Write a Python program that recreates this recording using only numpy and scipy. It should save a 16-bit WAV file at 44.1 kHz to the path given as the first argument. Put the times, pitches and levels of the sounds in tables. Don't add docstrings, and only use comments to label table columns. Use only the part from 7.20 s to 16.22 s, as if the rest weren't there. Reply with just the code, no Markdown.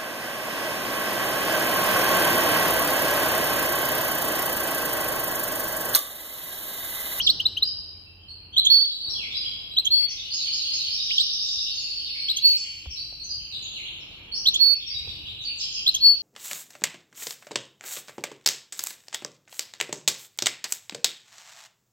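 import sys
import numpy as np
from scipy import signal
from scipy.fft import rfft, irfft, next_fast_len
from scipy.io import wavfile
from scipy.ndimage import uniform_filter1d, map_coordinates

SR = 44100
rng = np.random.default_rng(int(sys.argv[2]) if len(sys.argv) > 2 else 0)


def transcribe(signal):
    frames = np.atleast_2d(signal).T
    limited = np.clip(frames, -1, 1)
    pcm = np.round(limited * 32767).astype(np.int16)
    wavfile.write(sys.argv[1], SR, pcm)


def volts_from_decibels(level):
    exponent = np.asarray(level, float) / 20
    return 10 ** exponent


N = 397782
T = np.arange(N) / SR
SIZE = next_fast_len(N + SR // 10)
HZ = np.fft.rfftfreq(SIZE, 1 / SR)


def shaped(x, gain):
    return irfft(rfft(x, SIZE) * gain, SIZE)[..., :N]


def over_hz(table):
    hz, value = np.transpose(table)
    return np.interp(np.log(HZ + 1), np.log(hz), value)


def over_time(table):
    return np.interp(T, *np.transpose(table))


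def add(out, t0_s, x):
    i = int(t0_s * SR)
    x = x[max(-i, 0):N - i]
    start = max(i, 0)
    out[start:start + len(x)] += x


# f/Hz, density/dB per Hz
RUMBLE_SPECTRUM = [(18, -49), (30, -8.5), (54, -1), (86, 1.5), (258, -15), (312, -9.5), (365, -15.5),
                   (574, -19), (826, -19.5), (1900, -28.5), (2470, -44), (4180, -120)]
# f/Hz, likeness/0-1
RUMBLE_LIKENESS = [(40, 1), (70, 1), (130, 0.97), (290, 0.94), (640, .3), (1400, 0.7)]
# t/s, level/dB
ROOM_LEVEL = [(0, -47.5), (.9, -61.5), (1.5, -57.5), (1.55, -68.5), (1.83, -61.5), (1.88, -52),
              (2.6, -58.5), (3.2, -60), (5.2, -62.5), (5.5, -64.5), (6.3, -61.5), (6.4, -56.5),
              (7.4, -53.5), (7.46, -66), (7.7, -62.5), (7.9, -55), (8.2, -58), (9.02, -58)]
# t/s, half length/s, level/dB
SWELLS = [
    (1.68, 0.145, -11.5),
    (7.95, 0.27, 9),
    (5.95, 0.48, 6.5),
]


def rumble():
    like = over_hz(RUMBLE_LIKENESS)
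    spectrum = volts_from_decibels(over_hz(RUMBLE_SPECTRUM)) * (HZ > 28)
    mid = shaped(rng.standard_normal(N), spectrum * np.sqrt(1 + like))
    side = shaped(rng.standard_normal(N), spectrum * np.sqrt(1 - like))
    pair = np.array([mid + side, mid - side])
    low = shaped(pair, 1 / (1 + (HZ / 170) ** 4))
    high = pair - low
    high_db = over_time(ROOM_LEVEL)
    low_db = -57.5 + 0.59 * (high_db + 62)
    for t0_s, half_s, db in SWELLS:
        low_db = low_db + db * np.exp(-((T - t0_s) / half_s) ** 4)
    return low / np.std(low) * volts_from_decibels(low_db) + high / np.std(high) * volts_from_decibels(high_db)


# t/s, level/dB
MOTOR_LEVEL = [(0, -49.5), (1.5, -52), (1.6, -72), (9.02, -61)]
# f/Hz, level/dB
HUM_LINES = [(38, -58), (216, -67.5), (312, -70), (430, -71)]


def motor():
    out = volts_from_decibels(over_time(MOTOR_LEVEL)) * np.sin(2 * np.pi * 87.5 * T)
    for hz, db in HUM_LINES:
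        sway_db = 2.3 * np.interp(T, np.linspace(0, N / SR, 16), rng.standard_normal(16))
        out = out + volts_from_decibels(db + sway_db) * np.sin(2 * np.pi * hz * T)
    return out * volts_from_decibels([[-1.5], [1.5]])


def hum():
    return rumble() + motor() + volts_from_decibels(-90) * rng.standard_normal((2, N))


# t/s, crack level/dB, crack f/Hz, thud level/dB
KNOCKS = [
    (0.577, -69, 204, -48.5),
    (4.349, -57, 686, -54),
    (5.658, -44, 540, -35),
    (5.925, -51, 533, -74),
    (6.142, -62.5, 876, -65),
    (7.873, -44.5, 540, -53),
]


def knocks():
    out = np.zeros(N)
    t = np.arange(int(.15 * SR)) / SR
    thud = np.sin(2 * np.pi * 66 * t) * (t / 0.0045) * np.exp(1 - t / 0.011)
    for t0_s, crack_db, crack_hz, thud_db in KNOCKS:
        band = signal.butter(2, [.5 * crack_hz, 1.5 * crack_hz], "bandpass", fs=SR, output="sos")
        crack = signal.sosfilt(band, rng.standard_normal(len(t)) * np.exp(-t / 0.0052))
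        add(out, t0_s, volts_from_decibels(crack_db + 21) * crack)
        add(out, t0_s + 0.0097, volts_from_decibels(thud_db) * thud)
    return out


def sing(hz, gain, overtones_db, rough):
    flutter = rng.standard_normal((2, len(hz)))
    flutter = uniform_filter1d(uniform_filter1d(flutter, size=40), size=40) * np.sqrt(60)
    phase = 2 * np.pi * np.cumsum(hz * (1 + 0.22 * rough * flutter[0])) / SR
    tone = 0
    for k, db in enumerate(overtones_db, start=1):
        tone = tone + volts_from_decibels(db) * np.sin(k * phase) * (k * hz < .45 * SR)
    return np.sqrt(2) * gain * (1 + rough * flutter[1]) * tone


def glide(out, t0_s, length_s, pitches_hz, db, overtones_db, rough, swell):
    u = np.linspace(0, 1, int(length_s * SR))
    hz = np.interp(u, np.linspace(0, 1, len(pitches_hz)), pitches_hz)
    add(out, t0_s, sing(hz, volts_from_decibels(db) * np.abs(np.sin(np.pi * u)) ** swell, overtones_db, rough))


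# f/Hz, T60/s
ROOM_T60 = [(500, 1.6), (3000, 1.5), (5000, 0.95), (8000, 1.15), (13000, 5.2)]


def echoes(build_s):
    t = np.arange(int(1.6 * SR)) / SR
    hz, t60_s = np.transpose(ROOM_T60)
    out = 0
    for centre in 700 * 2 ** np.arange(0, 4.6, .5):
        band = signal.butter(2, [centre / 2 ** .25, centre * 2 ** .25], "bandpass", fs=SR, output="sos")
        decay = volts_from_decibels(-60 * t / np.interp(centre, hz, t60_s))
        noise = signal.sosfilt(band, rng.standard_normal((2, len(t))))
        out = out + noise * decay / np.sqrt(centre * np.mean(decay ** 2))
    lumps = np.repeat(rng.exponential(size=(2, len(t) // 128 + 1)), 128, axis=1)[:, :len(t)]
    lumps = uniform_filter1d(lumps, size=128)
    out = out * (1 - np.exp(-t / build_s)) * (1 + 0.6 * lumps * np.exp(-t / 0.082))
    return out / np.sqrt(np.mean(np.sum(out ** 2, axis=1))) * 0.34


def in_room(x, response):
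    return signal.oaconvolve(x[None], response, axes=1)[:, :N]


FAR_OVERTONES_DB = [-1, -26, -28]


def far_note(cage, t0_s, length_s, pitches_hz, db):
    glide(cage, t0_s, length_s, pitches_hz, db, FAR_OVERTONES_DB, rough=.04, swell=.8)


# t/s, level/dB
CHATTER = [(0, -51), (.3, -75.5), (1.9, -66.5), (2.6, -67), (2.85, -59), (3.6, -52), (4.2, -61.5),
           (5.2, -51.5), (5.7, -54.5), (6.1, -70), (6.55, -54), (7, -58), (7.35, -60), (7.6, -59.5),
           (8.3, -55.5), (9.02, -64.5)]


def chatter(cage):
    for t0_s, chance in zip(np.arange(0, N / SR, 1 / 32), rng.random((288, 3))):
        hz = 2250 + 800 * chance[0] ** .5
        pitches_hz = [hz, hz * (0.98 + 0.14 * chance[1])]
        db = np.interp(t0_s + 0.22, *np.transpose(CHATTER)) + 20.5 + 4 * chance[2]
        glide(cage, t0_s, 0.023, pitches_hz, db, FAR_OVERTONES_DB, rough=0.22, swell=0.62)


# t/s into the motif, length/s, start f/Hz, end f/Hz, level/dB
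WARBLE = [(0, 0.063, 4360, 5380, -40.5), (.012, .012, 4200, 4400, -37.5), (.035, 0.021, 5800, 5410, -45),
          (.042, 0.018, 6480, 6610, -38), (.069, 0.039, 4550, 3555, -42), (.114, .025, 4600, 4276, -37),
          (.14, .04, 3600, 2800, -45), (.164, 0.0095, 4420, 4420, -35.5), (.174, 0.031, 3200, 4280, -52.5)]
TRILL = [
    (0.0025, 0.024, 4300, 5350, -39),
    (0.039, 0.018, 4750, 6080, -38),
    (0.087, .016, 4056, 3400, -40.5),
    (0.053, .012, 5600, 4900, -43.5),
]
RATTLE = [
    (0, 0.016, 4894, 4137, -38),
    (.03, 0.029, 5610, 4660, -49),
]
FLOURISH = [
    (0, 0.0056, 7000, 5860, -39),
    (.012, 0.021, 5720, 4520, -38),
    (.035, .028, 3460, 2930, -46),
]
# motif, repeats, first t/s, period/s, level change/dB per repeat
SONG = [
    (WARBLE, dict(count=3), 3.085, .199, 0.067),
    (TRILL, dict(count=8), 3.68, .097, 0.14),
    (RATTLE, dict(count=9), 4.49, 0.066, -0.32),
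    (FLOURISH, dict(count=2), 8.378, 0.14, -0.12),
]


def neighbour_song(cage):
    for motif, repeats, first_s, period_s, fade_db in SONG:
        for k in range(repeats["count"]):
            for s, length_s, hz0, hz1, db in motif:
                level_chance, pitch_chance = rng.standard_normal(2)
                db = db + k * fade_db + .7 * level_chance + 26
                pitches_hz = np.array([hz0, hz1]) * (1 + .008 * pitch_chance)
                far_note(cage, first_s + k * period_s + s, length_s, pitches_hz, db)


# t/s, start f/Hz, end f/Hz, level/dB
LOW_CALLS = [(0.856, 2680, 2670, -65.5), (0.989, 3150, 3100, -62.5), (1.316, 2938, 3700, -46),
             (1.938, 3320, 3310, -42), (1.952, 3430, 2890, -50), (2.098, 3753, 3196, -43.5),
             (2.222, 2686, 3600, -47.5), (2.239, 3315, 3230, -42.5), (2.734, 3475, 3240, -45),
             (2.961, 3960, 3230, -45), (3.032, 3284, 2770, -52), (3.872, 3570, 2780, -43),
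             (3.76, 3703, 3930, -45), (2.78, 2630, 1816, -61), (4.195, 2090, 3350, -67),
             (4.34, 3180, 4470, -47.5), (4.442, 3456, 2530, -49), (4.775, 3300, 3150, -51),
             (4.838, 3990, 3340, -48), (5.429, 3427, 2740, -50.5), (5.629, 3660, 2930, -57),
             (6.176, 3280, 2880, -57), (6.532, 3474, 2670, -55), (6.632, 2560, 3880, -46),
             (7.593, 3870, 3005, -47.5), (8.035, 2680, 3950, -48), (8.274, 3162, 2350, -49),
             (8.376, 4160, 2790, -50.5), (8.55, 3063, 2420, -51.5)]
HIGH_CALLS = [(0, 6010, 4880, -44), (.454, 5214, 4870, -40), (1.494, 4670, 5200, -48),
              (1.671, 5430, 5060, -61.5), (1.886, 5790, 4890, -42), (2.156, 4700, 5086, -39),
              (2.875, 6260, 4700, -44.5), (2.885, 5900, 6450, -49.5), (3.67, 6620, 6700, -73),
              (3.939, 6420, 6170, -55), (4.246, 7900, 6280, -55.5), (4.262, 6510, 6000, -50.5),
              (4.535, 6790, 6100, -50.5), (4.587, 7090, 6760, -53.5), (5.254, 6390, 6600, -48),
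              (5.337, 8500, 6970, -55.5), (5.351, 5990, 4280, -45), (5.373, 7050, 6230, -52.5),
              (5.688, 6060, 5330, -52), (5.7, 5480, 5130, -47), (6.028, 6310, 5830, -47.5),
              (6.415, 6915, 6540, -48.5), (6.789, 5910, 4660, -64), (7.131, 4580, 6060, -39.5),
              (7.177, 6230, 5350, -48.5), (7.539, 4970, 5530, -55.5), (7.655, 5660, 5270, -45.5),
              (8.201, 5510, 7280, -60.5), (8.365, 7950, 6800, -54)]
MIDDLE_CALLS = [(0, 3736, 5670, -39.5), (.422, 4605, 4960, -39), (1.075, 4016, 4640, -50),
                (1.703, 3700, 4340, -44.5), (1.805, 4733, 4184, -42.5), (1.853, 3623, 4700, -41.5),
                (1.902, 4630, 4020, -46.5), (2.13, 3820, 4220, -42), (3.024, 3830, 4320, -52),
                (3.942, 3430, 5050, -39.5), (4.99, 4154, 4440, -41), (5.751, 4136, 3950, -46.5),
                (5.764, 4200, 4880, -43), (5.791, 4510, 4740, -55), (5.985, 3943, 4630, -46),
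                (6.084, 4990, 4610, -39.5), (6.093, 3940, 4580, -50.5), (6.303, 4500, 3560, -44.5),
                (6.323, 3230, 4290, -45.5), (6.425, 4115, 3020, -47.5), (6.529, 4405, 3740, -47.5),
                (7.114, 4313, 4460, -40.5), (7.686, 5040, 4525, -41.5), (7.739, 3810, 3896, -41.5),
                (7.86, 3110, 4270, -46.5), (8.059, 3296, 4310, -49.5), (8.177, 4235, 3330, -46.5),
                (8.239, 4830, 4190, -39), (8.393, 3840, 4550, -46.5)]


def lone_calls(cages):
    for cage, calls in zip(cages, (LOW_CALLS, HIGH_CALLS, MIDDLE_CALLS)):
        for t0_s, hz0, hz1, db in calls:
            length_s = .012 + abs(hz1 - hz0) / 70000
            effort_db = 10 * np.log10(0.021 / length_s)
            far_note(cage, t0_s, length_s, [hz0, hz1], db + effort_db + 29)


# t/s, length/s, start f/Hz, end f/Hz, level/dB
OTHER_CALLS = [
    (1.96, .085, 3200, 1980, -50),
    (6.53, 0.062, 3700, 1950, -51),
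    (7.04, .06, 3300, 3290, -63),
    (2.27, 0.042, 3350, 3200, -47.5),
    (2.9, .012, 5600, 3900, -46),
    (6.9, 0.011, 3500, 4600, -56.5),
    (2.138, 0.019, 4500, 5700, -46),
    (8.875, .03, 6300, 4600, -51.5),
    (2.5, 0.027, 3800, 4100, -45.5),
    (1.58, 0.039, 4800, 3000, -52),
]


def other_calls(cage):
    for t0_s, length_s, hz0, hz1, db in OTHER_CALLS:
        far_note(cage, t0_s, length_s, [hz0, hz1], db + 26.5)


def far_birds():
    cages = np.zeros((4, N))
    chatter(cages[3])
    neighbour_song(cages[0])
    lone_calls(cages[:3])
    other_calls(cages[3])
    out = sum(in_room(cage, echoes(build_s=0.005)) for cage in cages)
    return shaped(out, 1 / (1 + (HZ / 14500) ** 20))


NEAR_OVERTONES_DB = [-0.5, -24, -30, -34.5, -41]
# t/s, length/s, start f/Hz, end f/Hz, level/dB
CHIRPS = [
    (-.006, 0.028, 2530, 3460, -16),
    (0.063, 0.022, 4620, 2747, -11.5),
    (0.082, 0.032, 2718, 4745, -11.5),
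    (0.196, 0.019, 2660, 3320, -15.5),
    (0.252, 0.021, 3440, 4284, -12),
    (0.366, .022, 2634, 3356, -18.5),
    (0.42, .022, 3605, 4304, -12.5),
    (3.904, 0.027, 1913, 3710, -22),
    (3.98, 0.0082, 3770, 2970, -9.5),
    (3.991, 0.035, 3010, 4450, -15),
]


def chirps(voice):
    for t0_s, length_s, hz0, hz1, db in CHIRPS:
        pitches_hz = [hz0, hz0 + 0.63 * (hz1 - hz0), hz1]
        glide(voice, t0_s, length_s, pitches_hz, db, NEAR_OVERTONES_DB, rough=.06, swell=1.3)


def syllable(out, t0_s, db, shape, overtones_db, rough):
    s, hz, level_db = np.transpose(shape)
    t = np.arange(s[0], s[-1], 1 / SR)
    gain = volts_from_decibels(db + np.interp(t, s, level_db)) * signal.windows.tukey(len(t), .1)
    add(out, t0_s + s[0], sing(np.interp(t, s, hz), gain, overtones_db, rough))


# t/s after the call starts, f/Hz, level/dB
TICKS = [
    [(-.005, 2868, -25.5), (0, 3164, -5.5), (.007, 3490, 1.5), (.0105, 3850, -8.5), (.013, 3897, 3),
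     (.019, 4190, 4), (.023, 4260, -28.5)],
    [(.021, 3390, -31), (.025, 3700, -2.5), (.029, 4020, 5), (.034, 4250, -2.5), (.040, 4270, -25)],
]
RASP = [
    [(.078, 3000, -23), (.082, 3160, -12), (.088, 3280, -3), (.095, 3440, -24.5)],
    [(.092, 3076, -16.5), (.097, 3210, -10.5), (.105, 3420, -0.5), (.108, 3400, -1), (.111, 3500, -47)],
]
RASP_OVERTONES_DB = [
    [-1, -2, -25.5, -20, -34.5],
    [0.5, -25.5, -31, -27.5, -41],
]
# t/s, first tick/dB, second tick/dB, rasp opening/dB, rasp end/dB
CALL_TIMES = [
    (1.367, -13.5, -15, -14.5, -9.5),
    (2.569, -15, -19.5, -18, -14),
    (5.085, -20, -20.5, -15.5, -22.5),
    (7.258, -14, -12.5, -15, -15.5),
    (8.663, -15, -13.5, -12, -19.5),
]
# t/s, f/Hz, level/dB
WHISTLES = [
    [(1.494, 4095, -32), (1.502, 4310, -18.5), (1.518, 4395, -16), (1.54, 4462, -16), (1.606, 4483, -19),
     (1.652, 4496, -24), (1.66, 4477, -27.5)],
    [(2.7, 4223, -34), (2.722, 4327, -21), (2.746, 4422, -17), (2.762, 4446, -21), (2.81, 4458, -22),
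     (2.82, 4472, -25), (2.852, 4455, -21.5), (2.872, 4450, -33.5)],
    [(5.215, 4484, -28), (5.223, 4326, -35.5), (5.257, 4432, -14), (5.309, 4459, -20.5),
     (5.371, 4439, -24.5), (5.385, 4426, -46)],
    [(7.388, 3960, -37), (7.396, 4313, -33), (7.412, 4364, -20.5), (7.452, 4455, -19.5), (7.538, 4455, -25),
     (7.553, 4444, -37.5)],
    [(8.8, 4284, -37), (8.828, 4393, -20.5), (8.866, 4456, -8), (8.944, 4454, -19.5), (8.958, 4525, -34)],
]
WHISTLE_DB = [3, 3.6, 4.8, 4.7, 1.1]
WHISTLE_OVERTONES_DB = [0.5, -33, -27]


def calls(voice):
    beak = signal.butter(1, [5400, 8000], "bandpass", fs=SR, output="sos")
    swell = np.hanning(int(.02 * SR))
    for call, whistle, whistle_db in zip(CALL_TIMES, WHISTLES, WHISTLE_DB):
        t0_s, first_db, second_db, rasp_db, end_db = call
        for shape, db in zip(TICKS, (first_db, second_db)):
            syllable(voice, t0_s, db, shape, NEAR_OVERTONES_DB, rough=.05)
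        for shape, db, overtones_db in zip(RASP, (rasp_db, end_db), RASP_OVERTONES_DB):
            syllable(voice, t0_s, db, shape, overtones_db, rough=0.083)
        syllable(voice, 0, whistle_db, whistle, WHISTLE_OVERTONES_DB, rough=0.011)
        puff = swell * signal.sosfilt(beak, rng.standard_normal(len(swell)))
        add(voice, t0_s + 0.083, volts_from_decibels(rasp_db - 8.5) * puff)


def cage_echoes():
    taps = np.arange(1300)
    hits = rng.standard_normal((2, 1300)) * (rng.random((2, 1300)) < .02)
    hits = hits * np.exp(-taps / (0.0078 * SR)) * (taps > 60)
    return hits / np.sqrt(np.sum(hits ** 2, axis=1, keepdims=True))


# t/s, left minus right/dB, left port lead/ms
LEFT_RIGHT = [(0, 2, 0), (.07, -3, .12), (.1, -3, .075), (.2, 0, 0), (.26, 1, .06), (.38, 2, 0), (.43, 0, .065),
              (1.39, -3, .08), (1.47, -6, .13), (1.52, -7, .07), (1.56, -9, .07), (1.63, -3, .06),
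              (2.59, -1.5, .065), (2.67, -9, .13), (2.73, 1, .1), (2.81, 9, .1), (2.86, 7, .13), (3.92, -3, .14),
              (4.01, -3, .13), (5.1, 1.5, .085), (5.26, -3, .08), (5.35, -6, .1), (7.28, -2, .07),
              (7.36, -5, .13), (7.42, -11, .09), (7.46, -8, .07), (7.52, -15, .1), (8.68, -.5, .078),
              (8.83, 2, .066), (8.87, 1, .058), (8.93, 0, .058)]
# t/s, level/dB
TO_WALLS = [(.2, -4.5), (1.4, 7.5), (1.6, 2.5), (2.6, -4.5), (2.8, -3), (4, 0.5), (5.1, 3.5), (5.3, -4.5),
            (7.3, 0.5), (7.5, 0), (8.7, -4), (8.9, 1)]


def near_bird():
    voice = np.zeros(N)
    calls(voice)
    chirps(voice)
    s, pan_db, lead_ms = np.transpose(LEFT_RIGHT)
    pan_db = np.interp(T, s, pan_db)
    lead_s = np.interp(T, s, lead_ms) / 1000
    early = map_coordinates(voice, [(T + lead_s) * SR], order=3)
    direct = np.array([early * volts_from_decibels(pan_db / 2), voice * volts_from_decibels(-pan_db / 2)])
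    room = echoes(build_s=0.0065)
    sent = voice * volts_from_decibels(over_time(TO_WALLS))
    turn = 2 * np.pi * .6 * T
    walls = in_room(sent * np.cos(turn), room) + in_room(sent * np.sin(turn), room[::-1])
    return direct + volts_from_decibels(-9.5) * in_room(voice, cage_echoes()) + volts_from_decibels(-4.5) * walls


def scene():
    return hum() + knocks() + far_birds() + near_bird()


def masked(x):
    hz, _, z = signal.stft(x, SR, nperseg=1024)
    bands = z[:512].reshape(64, 8, -1)
    power = uniform_filter1d(np.mean(np.abs(bands) ** 2, axis=1), size=3)
    level_db = 10 * np.log10(power + 1e-18)
    octaves = np.log2(hz[4:512:8] / 4600)[:, None]
    scatter_db = uniform_filter1d(rng.standard_normal(level_db.shape), size=4) * 7
    limit_db = level_db.max(axis=0) - 26 - 16.5 * octaves + scatter_db
    keep = np.where(octaves > 0, np.clip((level_db - limit_db) / 2 + .5, 0, 1), 1)
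    kept = (bands * keep[:, None]).reshape(512, -1)
    return signal.istft(np.vstack([kept, z[512:]]), SR, nperseg=1024)[1][:N]


def low_pass(x):
    return signal.sosfilt(signal.butter(12, 15810, fs=SR, output="sos"), x)


# f/Hz, level/dB
MICROPHONE = [(5500, -0.5), (7500, -2.5), (10000, -6), (12000, 1.5), (13800, -6), (14800, -13.5),
              (15400, -3.5)]
# f/Hz, difference minus sum/dB
BAND_LEAN = [(2900, 2.5), (3400, 5.5), (3850, -2.5), (6800, 5.5), (7000, -14.5), (8900, -4), (9500, 8),
             (11000, 8.5), (11300, -14.5), (13500, 2.5), (13900, 3), (15000, 8), (15300, -5)]


def record(dry):
    dry = shaped(dry, volts_from_decibels(over_hz(MICROPHONE)))
    lean_db = over_hz(BAND_LEAN)
    mid = masked(shaped(dry[0] + dry[1], volts_from_decibels(np.minimum(-lean_db, 0))) / 2)
    side = masked(shaped(dry[0] - dry[1], volts_from_decibels(np.minimum(lean_db, 0))) / 2)
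    return low_pass(np.array([mid + side, mid - side]))


dry = scene()
out = record(dry)
transcribe(out)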